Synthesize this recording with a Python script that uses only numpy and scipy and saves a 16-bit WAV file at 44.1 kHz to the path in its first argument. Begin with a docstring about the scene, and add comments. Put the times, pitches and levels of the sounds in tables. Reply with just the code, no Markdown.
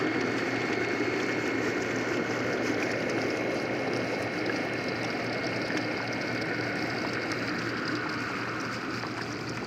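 """An aerator's jet churns a fish pond: big bubbles gurgle and small ones wash and fizz, each
ringing briefly like a tiny bell. Spray spatters down, drops tick and slap, and a few bubbles plop.
The pump's motor hums and whines, and cooling air hisses through its cover.
The microphone pans along the bank, so sounds swell and fade and reflections slowly recolour the water."""
import sys
import numpy as np
from scipy import signal
from scipy.fft import rfft, irfft, next_fast_len
from scipy.io import wavfile
from scipy.ndimage import uniform_filter1d, map_coordinates

SR = 44100
rng = np.random.default_rng(int(sys.argv[2]) if len(sys.argv) > 2 else 0)


def dump_mix(stems):
    """Bounce the given channels to the path in sys.argv[1] as a 16-bit WAV at rate SR."""
    frames = np.atleast_2d(stems).T  # one column per channel
    limited = np.clip(frames, -1, 1)  # hard clip at full scale
    pcm = np.round(limited * 32767).astype(np.int16)
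    wavfile.write(sys.argv[1], SR, pcm)


N = 426006

# Tone colours, or how strong each pitch is within a sound: pitch_hz, level_db
RUMBLE_COLOUR = [(25, -44), (45, -30), (57, -13.5), (85, -6.5), (115, -0.5), (165, 3), (215, 3), (320, -4),
                 (700, -43)]  # the jet's steady rumble
GURGLE_COLOUR = [(130, -58.5), (205, -13.5), (255, 0.7), (292, 0), (335, 0), (385, -1), (440, -4),
                 (600, -14.5), (1400, -48.5)]  # big bubbles
BOOM_COLOUR = [(260, -27.5), (288, -7), (300, 5), (309, 9), (322, 1.5), (338, -14), (380, -27.5)]  # a hollow resonance
BURBLE_COLOUR = [(250, -35.5), (380, -1.5), (520, 4.5), (610, 1), (690, 1.5), (780, -0.5), (900, -9),
                 (1400, -63)]  # medium bubbles
WASH_COLOUR = [(500, -35.5), (900, -5), (1250, -2.5), (1460, 2), (1630, -3), (1820, 1.5), (2050, -5),
               (2260, -2.5), (2650, -6.5), (3000, -12), (3500, -19.5), (4500, -19), (8000, -42)]  # small bubbles
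PATCH_COLOUR = [(880, -11), (1050, 14), (1270, 22.5), (1430, 20), (1600, 21), (2000, -28)]  # one churning patch of water
JET_NOTE_COLOUR = [(1330, -19), (1430, -4), (1485, -2.5), (1540, -10), (1620, -22.5)]  # the jet's hollow note
SPRAY_COLOUR = [(2500, -12), (3700, -3), (4300, 7.5), (4750, 15), (5500, 5.5), (6500, -16), (7800, -11),
                (9400, -21), (11000, -27), (12800, -20), (14000, -28), (15500, -26)]  # droplets
FOAM_COLOUR = [(3000, -19), (4400, -4), (5200, 4.5), (6200, 3.5), (7200, -2.5), (8500, -12), (11000, -19.5),
               (12700, -9), (15000, -21)]  # fizzing foam
MIST_COLOUR = [(7500, -17), (9300, 3), (11000, -4), (13500, 2), (15000, -4)]  # the finest spray
TICK_COLOUR = [(3000, -19), (5500, 9), (8500, -5.5), (10000, -10.5), (11200, -23), (13000, -18),
               (14200, -18), (15300, -38)]  # a fine drop
SLAP_COLOUR = [(900, -9.5), (2400, 6), (3300, -2), (4300, -11), (6000, -10), (9000, -26)]  # a drop landing with a low slap
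RASP_COLOUR = [(1950, -9.5), (2080, -5), (2170, -6), (2260, -3.5), (2400, -16)]  # roughness around the motor's whine
AIR_COLOUR = [(630, -24.5), (690, 4.5), (760, -1), (860, -7.5), (1600, -28), (1800, -8), (2000, -13),
              (3100, -32), (3600, -18.5), (4100, -25), (4450, -8.5), (4750, -15), (5100, -26)]  # air in the motor's cover

# How each sound grows and fades as the microphone pans: time_s, level_db
GURGLE_LEVELS = [(0, -32.5), (1.2, -33), (2.4, -31.5), (4.2, -37), (6.8, -36.5), (8.3, -39.5), (9.66, -39)]
BURBLE_LEVELS = [(0, -38), (1.1, -41), (2.5, -35), (6.7, -38.5), (8.2, -44), (9.66, -43.5)]
WASH_LEVELS = [(0, -35.5), (4.2, -37.5), (6.8, -37.5), (8.4, -38), (9.66, -42)]
SPRAY_LEVELS = [(0, -59), (1.9, -56.5), (4.6, -49.5), (7.3, -48), (9.66, -50)]
MIST_LEVELS = [(0, -82), (1.8, -84), (2.7, -68), (3.3, -67.5), (4.4, -69), (5.2, -74.5), (6.7, -74),
               (7.6, -72), (9.66, -76)]
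WHINE_LEVELS = [(0.2, -45.5), (1.0, -43.5), (1.8, -46.5), (4.38, -47), (6.6, -45.5), (7.4, -49.5),
                (7.8, -57), (8.1, -51), (8.7, -55), (9.2, -72)]
OCTAVE_LEVELS = [(0, -59), (1.35, -55), (1.65, -62), (2.6, -61), (3.3, -70), (4.8, -65), (6.8, -66),
                 (7.5, -73)]  # the tone an octave above the whine

# Surges of churning that set the hollow resonance booming: time_s, level_db
BOOM_SURGES = [(0.05, -34.5), (1.3, -44), (1.9, -54), (4.6, -42), (5.82, -35.5), (7.92, -39)]
# The main clumps of spray landing: time_s, level_db, pitch_hz, length_s
SPRAY_CLUMPS = [(0.212, -39, 4600, 0.008), (0.385, -39, 4870, 0.006), (0.73, -42, 4500, 0.01),
                (1.233, -44, 5550, 0.008), (1.32, -40, 5216, 0.0066), (1.824, -39, 6010, 0.008),
                (1.962, -39, 5950, 0.0069), (1.988, -39, 5790, 0.006), (2.313, -38.5, 5285, 0.0069),
                (2.393, -41, 5240, 0.008), (2.533, -38, 4994, 0.008), (2.67, -38, 5380, 0.0059),
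                (2.745, -38, 5070, 0.004), (2.835, -40, 5240, 0.009), (2.917, -40, 5100, 0.0083),
                (3.1, -39, 4992, 0.0091), (3.218, -34, 4886, 0.0057), (3.307, -35, 4850, 0.0058),
                (3.935, -34.9, 4660, 0.005), (3.965, -33, 5160, 0.0038), (4.394, -41, 4970, 0.008),
                (4.464, -34.5, 4650, 0.0055), (4.564, -35, 5027, 0.007), (4.885, -33.5, 4700, 0.0058),
                (5.051, -36, 5440, 0.008), (5.332, -35, 4840, 0.006), (5.449, -35.7, 4800, 0.007),
                (5.469, -32.3, 5010, 0.005), (5.565, -35, 4930, 0.0058), (5.664, -38, 4830, 0.011),
                (5.776, -34.5, 5230, 0.0083), (5.813, -37, 4890, 0.0039), (6.078, -34, 5040, 0.0043),
                (6.13, -32, 4960, 0.0043), (6.215, -34.9, 4750, 0.007), (6.378, -35.5, 4700, 0.0043),
                (6.422, -33, 4776, 0.0054), (6.611, -35, 4690, 0.005), (6.899, -36.5, 4960, 0.0055),
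                (6.986, -34.7, 4759, 0.0047), (7.02, -38, 5120, 0.006), (7.093, -38, 4630, 0.01),
                (7.136, -34.5, 5200, 0.0063), (7.227, -39, 4840, 0.01), (7.32, -32.5, 4970, 0.0066),
                (7.589, -35.1, 4800, 0.0077), (7.777, -39.5, 4650, 0.0067), (7.881, -30, 4760, 0.0055),
                (7.96, -33, 4710, 0.011), (8.095, -35.4, 4750, 0.0055), (8.607, -39.5, 5270, 0.014),
                (8.995, -38, 5100, 0.005), (9.219, -38, 4930, 0.013), (9.329, -38, 5740, 0.006),
                (9.496, -40, 5130, 0.008)]
# The loudest ticking and slapping drops: start_s, level_db, brightness_db_per_octave
FINE_DROPS = [(0.212, -35, -12), (0.3172, -43, -2), (0.385, -40, -12), (0.6065, -41, -8), (0.73, -42, -11),
              (0.848, -42, -7), (0.9981, -40, -7), (1.231, -37, -7), (1.4769, -35, 6), (1.9106, -43, 2),
              (2.9168, -37.5, 8), (3.0969, -31, 2), (3.3712, -34, 3), (3.9719, -34, 5), (4.2248, -38, 10),
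              (4.7351, -35, 2), (4.8394, -39, 2), (5.031, -34, -1), (5.244, -41, 11), (5.3263, -42, -2),
              (5.466, -35, -4), (5.6809, -36, 0), (6.3285, -40, 1), (6.349, -40, 2), (6.7555, -40, 2),
              (7.0913, -42, 0), (7.3173, -26.5, -2), (8.6128, -37, 3), (9.4948, -33, -4), (9.5711, -37, 6)]
SLAPPING_DROPS = [(0.2097, -31, -2), (0.381, -31, 1), (0.5586, -30.5, -1), (0.615, -32, 0), (0.7267, -28.5, 0),
                  (0.8429, -30, -1), (1.137, -31, -4), (1.1992, -29, -1.5), (1.91, -30, -2), (2.826, -34, -5),
                  (3.092, -29, -4), (5.041, -31.5, 2), (5.77, -28, 1.5), (7.615, -37, 1), (8.43, -36, -5),
                  (9.176, -33, -10), (9.57, -31, -8)]
# Single larger bubbles: start_s, level_db, pitch_hz, length_cycles, slap_strength
SINGLE_BUBBLES = [(1.136, -19, 417, 14, 0.38), (2.826, -19, 2370, 36, 0.3), (3.18, -21, 1510, 30, 0.5),
                  (4.496, -18, 1800, 18, 0.3), (4.4984, -15.5, 1660, 32, 0.15), (5.704, -21, 1775, 34, 0.5),
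                  (5.77, -22, 1600, 30, 0.8), (6.003, -23, 970, 22, 0.5), (7.048, -25.5, 1010, 22, 0.85),
                  (7.171, -23, 1520, 31, 0.7), (7.3262, -16.5, 1300, 9, 0.7), (8.059, -25, 850, 25, 0.3),
                  (8.3, -29, 834, 22, 0.5), (8.475, -28, 680, 18, 0.5), (9.035, -15.5, 1650, 15, 0.15),
                  (9.0355, -25, 750, 7.7, 0.4), (9.049, -21, 1100, 13, 0.4), (9.057, -29, 900, 13, 0.8),
                  (9.176, -27.5, 880, 14, 0.81), (9.1918, -25.5, 960, 10, 0.9),
                  (9.211, -26.5, 1690, 30, 0.67), (9.627, -29, 790, 20, 0.57)]

# The motor's tones: pitch_hz, level_db
HUM_TONES = [(116.3, -0.5), (120.1, -8), (178, -11.5), (707.2, -12.5), (753.7, -17.5)]  # from the shaft and the mains power
SIDE_TONES = [(2084, -15), (2121.7, -34), (2199.1, -10.5), (2953.7, -33)]  # beside the whine, with levels relative to it
CASING_TONES = [(3794.2, -10), (3910, -12), (3992, -14), (4049.6, -3.5), (4167.5, -12), (4249, -9)]  # thin tones from the casing
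# The whine sags slightly towards the end: time_s, pitch_hz
WHINE_PITCH = [(0, 2163.7), (2, 2163.3), (6.4, 2162.8), (7.7, 2160.3), (9.66, 2159.8)]

# Reflections whose paths keep changing: time_s, delay_ms, strength
NEAR_ECHO = [(0, 0.62, 0.27), (1.2, 0.42, 0.1), (2.3, 0.66, 0.2), (3.5, 0.36, 0.21), (5.2, 0.42, 0.14),
             (6.7, 0.47, 0.18), (7.3, 0.41, 0.28), (8.1, 0.73, 0.17), (9.66, 0.88, 0.3)]  # from close by
WATER_ECHO = [(0, 3.1, 0), (1.5, 2.11, 0.12), (2.4, 1.9704, 0.15), (3.5, 1.85, 0.12), (4.4, 1.8, 0.01),
              (5.2, 1.35, 0.1), (6.6, 1.26, 0.15), (7.5, 1.56, 0.02), (8.3, 1.92, 0), (9.2, 2.7, 0.03),
              (9.66, 2.34, 0.05)]  # off the pond's surface
# Two dips in the treble that slide as the microphone turns: time_s, centre_hz, depth_db
LOWER_TREBLE_DIP = [(0, 10500, 1.5), (1.5, 9300, 6), (2.6, 8400, 8), (3.7, 7500, 6), (5, 7060, 6),
                    (6, 7100, 5), (6.8, 6700, 4.5), (7.6, 6253, 1.5), (9.66, 5951, 0)]
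UPPER_TREBLE_DIP = [(0, 14200, 3), (1.3, 14200, 2), (1.7, 14700, 0.5), (2.7, 14000, 10), (4, 12900, 7),
                    (5, 11900, 3.5), (6.2, 11200, 5), (7.5, 10700, 5), (9.66, 10800, 5)]

# When the microphone faces each source: start_s, end_s, fade_s, facing_db, away_db
JET_VIEW = (6.5, 8, 1.5, -44, -53.5)
PATCH_VIEW = (7.5, 8.6, 1.04, -41, -55)
FOAM_VIEW = (3.5, 1, 4.5, -48, -56.5)  # start after end: never fully faced
SLAP_VIEW = (-7.5, 2, 6.5, -36.5, -39.5)
CASING_VIEW = (4.6, 7.5, 2.5, -57, -63)
AIR_VIEW = (0, 0.87, 2, -43, -59)


def gurgling():
    """Big bubbles gurgle and burble over the jet's rumble and set a hollow resonance booming."""
    t = np.arange(N) / SR
    big = bubbles(per_s=400, low_hz=202.7, high_hz=489, cycles=27, spread_db=1.5, samples=2600)
    gurgle = amp(curve(GURGLE_LEVELS)) * churn(big, GURGLE_COLOUR, blur_db=0.5)
    surges = sum(amp(db) * np.exp(-((t - s) / 0.092) ** 2) for s, db in BOOM_SURGES)
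    boom = (amp(-45) + surges) * noise(BOOM_COLOUR)
    medium = bubbles(per_s=400, low_hz=374.7, high_hz=903, cycles=37.6, spread_db=0.5, samples=2400)
    burble = amp(curve(BURBLE_LEVELS)) * churn(medium, BURBLE_COLOUR, blur_db=0)
    rumble = amp(-43.5) * noise(RUMBLE_COLOUR)
    return gurgle + boom + burble + rumble


def froth():
    """Small bubbles wash around the jet's hollow note; spray, foam and mist crackle in quick surges."""
    surge = wobble(per_s=23)
    cloud = bubbles(per_s=1200, low_hz=779, high_hz=3395, cycles=24.7, spread_db=2.5, samples=800)
    wash = amp(curve(WASH_LEVELS) + 0.34 * surge) * churn(cloud, WASH_COLOUR, blur_db=2)
    cloud = bubbles(per_s=800, low_hz=990, high_hz=1660, cycles=19.82, spread_db=-0.7, samples=700)
    patch = amp(faced(*PATCH_VIEW)) * churn(cloud, PATCH_COLOUR, blur_db=5)
    cloud = bubbles(per_s=900, low_hz=3580, high_hz=11900, cycles=36, spread_db=4.5, samples=360)
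    spray = amp(curve(SPRAY_LEVELS) - 1) * churn(cloud, SPRAY_COLOUR, blur_db=-3)
    cloud = bubbles(per_s=410, low_hz=7500, high_hz=15100, cycles=15, spread_db=5, samples=100)
    mist = amp(curve(MIST_LEVELS)) * churn(cloud, MIST_COLOUR, blur_db=-2)
    cloud = bubbles(per_s=1300, low_hz=4070, high_hz=9130, cycles=66, spread_db=2, samples=200)
    foam = amp(faced(*FOAM_VIEW)) * churn(cloud, FOAM_COLOUR, blur_db=-2.5)
    jet_note = amp(faced(*JET_VIEW)) * noise(JET_NOTE_COLOUR)
    return wash + patch + jet_note + amp(2 * surge) * (spray + foam + mist)


def spatters():
    """Spray lands in clumps: each is a few sharp droplet splashes with tiny bubbles ringing among them."""
    usual_hz, usual_length_s = 4770, 0.006
    droplets_per_s, splash_decay_s = 1100, 0.00066
    out, t = np.zeros(N + SR), np.arange(SR // 16) / SR
    landings = shower(per_s=15, uneven=0.7, db=curve(SPRAY_LEVELS) + 8, spread_db=2, count=260)
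    lesser_clumps = [(s, db, usual_hz, usual_length_s) for s, db in landings]
    for time_s, db, hz, length_s in list(SPRAY_CLUMPS) + lesser_clumps:
        count = 2 + int(droplets_per_s * length_s)
        lag_s = rng.gamma(2, 0.42 * length_s, (count, 1))
        strength = amp(rng.normal(0, 1.5, (count, 1)))
        pitch_hz = hz * np.exp(rng.normal(0, 0.11, (count, 1)))
        strikes = np.bincount((lag_s[:, 0] * SR).astype(int), strength[:, 0], len(t))[:len(t)]
        fading = signal.lfilter([1], [1, -np.exp(-1 / (SR * splash_decay_s))], strikes)
        shifted = [(f * hz / usual_hz, level) for f, level in SPRAY_COLOUR]
        colour = tilted(shifted, rng.normal(-1.2, 0.9))
        splashes = coloured(fading * rng.standard_normal(len(t)), colour)
        age_s = np.maximum(t - lag_s, 0)
        fade_in = 1 - np.exp(-age_s * pitch_hz / 0.46)
        ringing = (strength * fade_in * ring(age_s, pitch_hz, cycles=65, rise=0.099)).sum(0)
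        clump = unit(unit(splashes) + 0.7 * unit(ringing)) * np.sqrt(length_s / t[-1])
        start = max(round((time_s - 0.85 * length_s) * SR), 0)  # centres the clump on time_s
        out[start:][:len(t)] += amp(db - 2) * clump
    return out[:N]


def drops():
    """Fine drops tick brightly on the pond; the landings also slap at a lower pitch, most of all in the first
    two seconds."""
    fine = shower(per_s=11, uneven=0.7, db=-50.5, spread_db=5.5, count=160)
    heavy = shower(per_s=5, uneven=0.76, db=faced(*SLAP_VIEW), spread_db=0.5, count=60)
    ticks = impacts(FINE_DROPS, fine, TICK_COLOUR, fade_s=0.012, attack_s=0.00056)
    slaps = impacts(SLAPPING_DROPS, heavy, SLAP_COLOUR, fade_s=0.039, attack_s=0.0023)
    return amp(3.5) * (ticks + slaps)


def impacts(loudest, lesser, colour, fade_s, attack_s):
    """Each drop hits the surface with a short burst of noise; the loudest have their own brightness."""
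    out, t = np.zeros(N + SR), np.arange(SR // 16) / SR
    for start_s, db, brightness in list(loudest) + [(s, db, 0) for s, db in lesser]:
        burst = rng.standard_normal(len(t)) * amp(-60 * t / fade_s) * (1 - np.exp(-t / attack_s))
        hit = coloured(burst, tilted(colour, brightness))
        out[round(start_s * SR):][:len(t)] += amp(db) * hit / np.abs(hit).max()
    return out[:N]


def plops():
    """Single larger bubbles pinch off and ring, with a wet slap near their own pitch."""
    out, t = np.zeros(N + SR), np.arange(SR // 16) / SR
    for start_s, db, hz, cycles, slap_strength in SINGLE_BUBBLES:
        burst = rng.standard_normal(len(t)) * amp(-60 * t * hz / cycles)
        slap = coloured(burst, [(0.63 * hz, -8), (hz, 0), (1.51 * hz, -9)])
        slap *= slap_strength / np.abs(slap).max()
        bubble = ring(t, hz, cycles, rise=0.018) * (1 - np.exp(-t * hz / 0.54))
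        out[round(start_s * SR):][:len(t)] += amp(db) * (bubble + slap)
    return out[:N]


def pump():
    """The shaft and mains power hum; slots in the spinning rotor whine as they pass the fixed coils."""
    whine_hz, whine_db = 2163, curve(WHINE_LEVELS)
    drift = curve(WHINE_PITCH) / whine_hz - 1 + 0.0002 * wobble(per_s=6)
    hum = amp(-46.5) * tones(HUM_TONES, drift, flutter_db=0.1)
    whine = amp(whine_db + 3) * tones([(whine_hz, 0)] + list(SIDE_TONES), drift, flutter_db=0.5)
    rasp = amp(whine_db - 5.5) * noise(RASP_COLOUR)
    octave = amp(curve(OCTAVE_LEVELS)) * tones([(2 * whine_hz, 0)], drift, flutter_db=1.5)
    casing = amp(faced(*CASING_VIEW)) * tones(CASING_TONES, drift, flutter_db=2.5)
    return hum + whine + rasp + octave + casing


def cooling_air():
    """Cooling air hisses through the motor's cover, which rings at a few pitches."""
    return amp(faced(*AIR_VIEW)) * noise(AIR_COLOUR)


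def reflected(x, path, smooth_samples):
    """A slightly late copy joins the sound, boosting some pitches and weakening others."""
    delay_ms, strength = curve(path), curve(path, column=2)
    late = map_coordinates(x, [np.arange(N) - delay_ms * SR / 1000])
    dull = uniform_filter1d(late, smooth_samples)  # a rough surface scatters the treble
    return (x + strength * dull) / np.sqrt(1 + strength ** 2)


def treble_dips(x, width_hz=1040):
    """Two narrow bands of the treble sink, sliding in pitch as the microphone pans."""
    hz, t, spectrum = signal.stft(x, SR, nperseg=256)
    for dip in (LOWER_TREBLE_DIP, UPPER_TREBLE_DIP):
        time_s, centre_hz, depth_db = np.transpose(dip)
        band = np.exp(-((hz[:, None] - np.interp(t, time_s, centre_hz)) / width_hz) ** 2)
        spectrum *= amp(-np.interp(t, time_s, depth_db) * band)
    return signal.istft(spectrum, SR, nperseg=256)[1][:N]


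def ring(t, hz, cycles, rise):
    """One bubble: a fading tone whose pitch climbs as it nears the surface."""
    age = t * hz / cycles
    return np.sin(2 * np.pi * hz * t * (1 + rise * age)) * amp(-60 * age)


def bubbles(per_s, low_hz, high_hz, cycles, spread_db, samples):
    """A cloud of bubbles, each with a random start, pitch and strength."""
    count = min(int(per_s * N / SR), 5000000 // samples)
    when, pitch, strength = rng.random((count, 3)).T[:, :, None]
    hz = low_hz * (high_hz / low_hz) ** pitch
    gain = amp(-spread_db * np.log(np.maximum(strength, 0.01))) * hz / low_hz
    waves = gain * ring(np.arange(samples) / SR, hz, cycles, rise=0.17)
    positions = (when * N).astype(int) + np.arange(samples)
    return unit(np.bincount(positions.ravel(), waves.ravel(), N)[:N])


def churn(cloud, colour, blur_db):
    """Distinct bubbles stand out over the blur of countless others."""
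    return unit(unit(coloured(cloud, colour)) + amp(blur_db) * noise(colour))


def shower(per_s, uneven, db, spread_db, count):
    """Water lands at an uneven pace, scattered around a level. Gives rows of time_s, level_db."""
    gap, strength = rng.standard_normal((2, count))
    times = np.cumsum(np.exp(uneven * gap - uneven ** 2 / 2)) / per_s
    level = np.broadcast_to(db, N)
    return [(s, level[int(s * SR)] + spread_db * z) for s, z in zip(times, strength) if s < N / SR]


def tones(rows, drift, flutter_db):
    """Motor tones drift together with its speed; each flutters in the outdoor air."""
    clock = np.cumsum(1 + drift) / SR
    out = np.zeros(N)
    for hz, db in rows:
        gain = amp(db + flutter_db * wobble(per_s=5))
        out += gain * np.sin(2 * np.pi * (hz * clock + rng.random()))
    return np.sqrt(2) * out


def faced(start_s, end_s, fade_s, facing_db, away_db):
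    """A source's level in dB as the microphone turns towards it and away again."""
    t = np.arange(N) / SR
    turned = np.clip(np.maximum(start_s - t, t - end_s) / fade_s, 0, 1)
    return facing_db + (away_db - facing_db) * turned


def coloured(x, colour):
    """Filter a sound to a tone colour, fading steeply beyond its lowest and highest pitch."""
    size = 2 * next_fast_len(len(x) // 2 + 4096)
    hz, db = np.transpose(colour)
    octave, points = np.log2(np.fft.rfftfreq(size, 1 / SR) + 1), np.log2(hz)
    octaves_outside = np.abs(octave - np.clip(octave, points[0], points[-1]))
    gain = amp(np.maximum(np.interp(octave, points, db) - 36 * octaves_outside, -110))
    # fold the filter in time so that it rings only after a hit, never before
    folded = irfft(np.log(gain))
    folded[1:size // 2] *= 2
    folded[size // 2 + 1:] = 0
    return irfft(rfft(x, size) * np.exp(rfft(folded)), size)[:len(x)]


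def tilted(colour, db_per_octave):
    """Make a tone colour brighter or duller."""
    return [(hz, db + db_per_octave * np.log2(hz / colour[0][0])) for hz, db in colour]


def noise(colour):
    """Steady noise with the given tone colour."""
    return unit(coloured(rng.standard_normal(N), colour))


def wobble(per_s):
    """A smooth curve through per_s random values a second."""
    return map_coordinates(rng.standard_normal(int(N * per_s / SR) + 4), [np.arange(N) * per_s / SR])


def curve(rows, column=1):
    """Join a table's points in time with straight lines, one value per sample."""
    columns = np.transpose(rows)
    return np.interp(np.arange(N) / SR, columns[0], columns[column])


def amp(db):
    """Turn decibels into a multiplier."""
    return 10 ** (np.asarray(db) / 20)


def unit(x):
    """Scale a sound to an average (rms) level of 1."""
    return x / np.sqrt(np.mean(x ** 2) + 1e-20)


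def scene():
    """The churning water, its splashes and the pump's motor, in one channel."""
    churning = reflected(gurgling() + froth(), NEAR_ECHO, smooth_samples=7)
    churning = reflected(churning, WATER_ECHO, smooth_samples=9)
    water = treble_dips(churning + spatters() + drops()) + plops()
    return (water + pump() + cooling_air())[None]


def record(dry):
    """The microphone picks up nothing above its highest pitch."""
    top_hz = 15750
    return irfft(rfft(dry) * (np.fft.rfftfreq(N, 1 / SR) < top_hz), N)


dry = scene()
out = record(dry)
dump_mix(out)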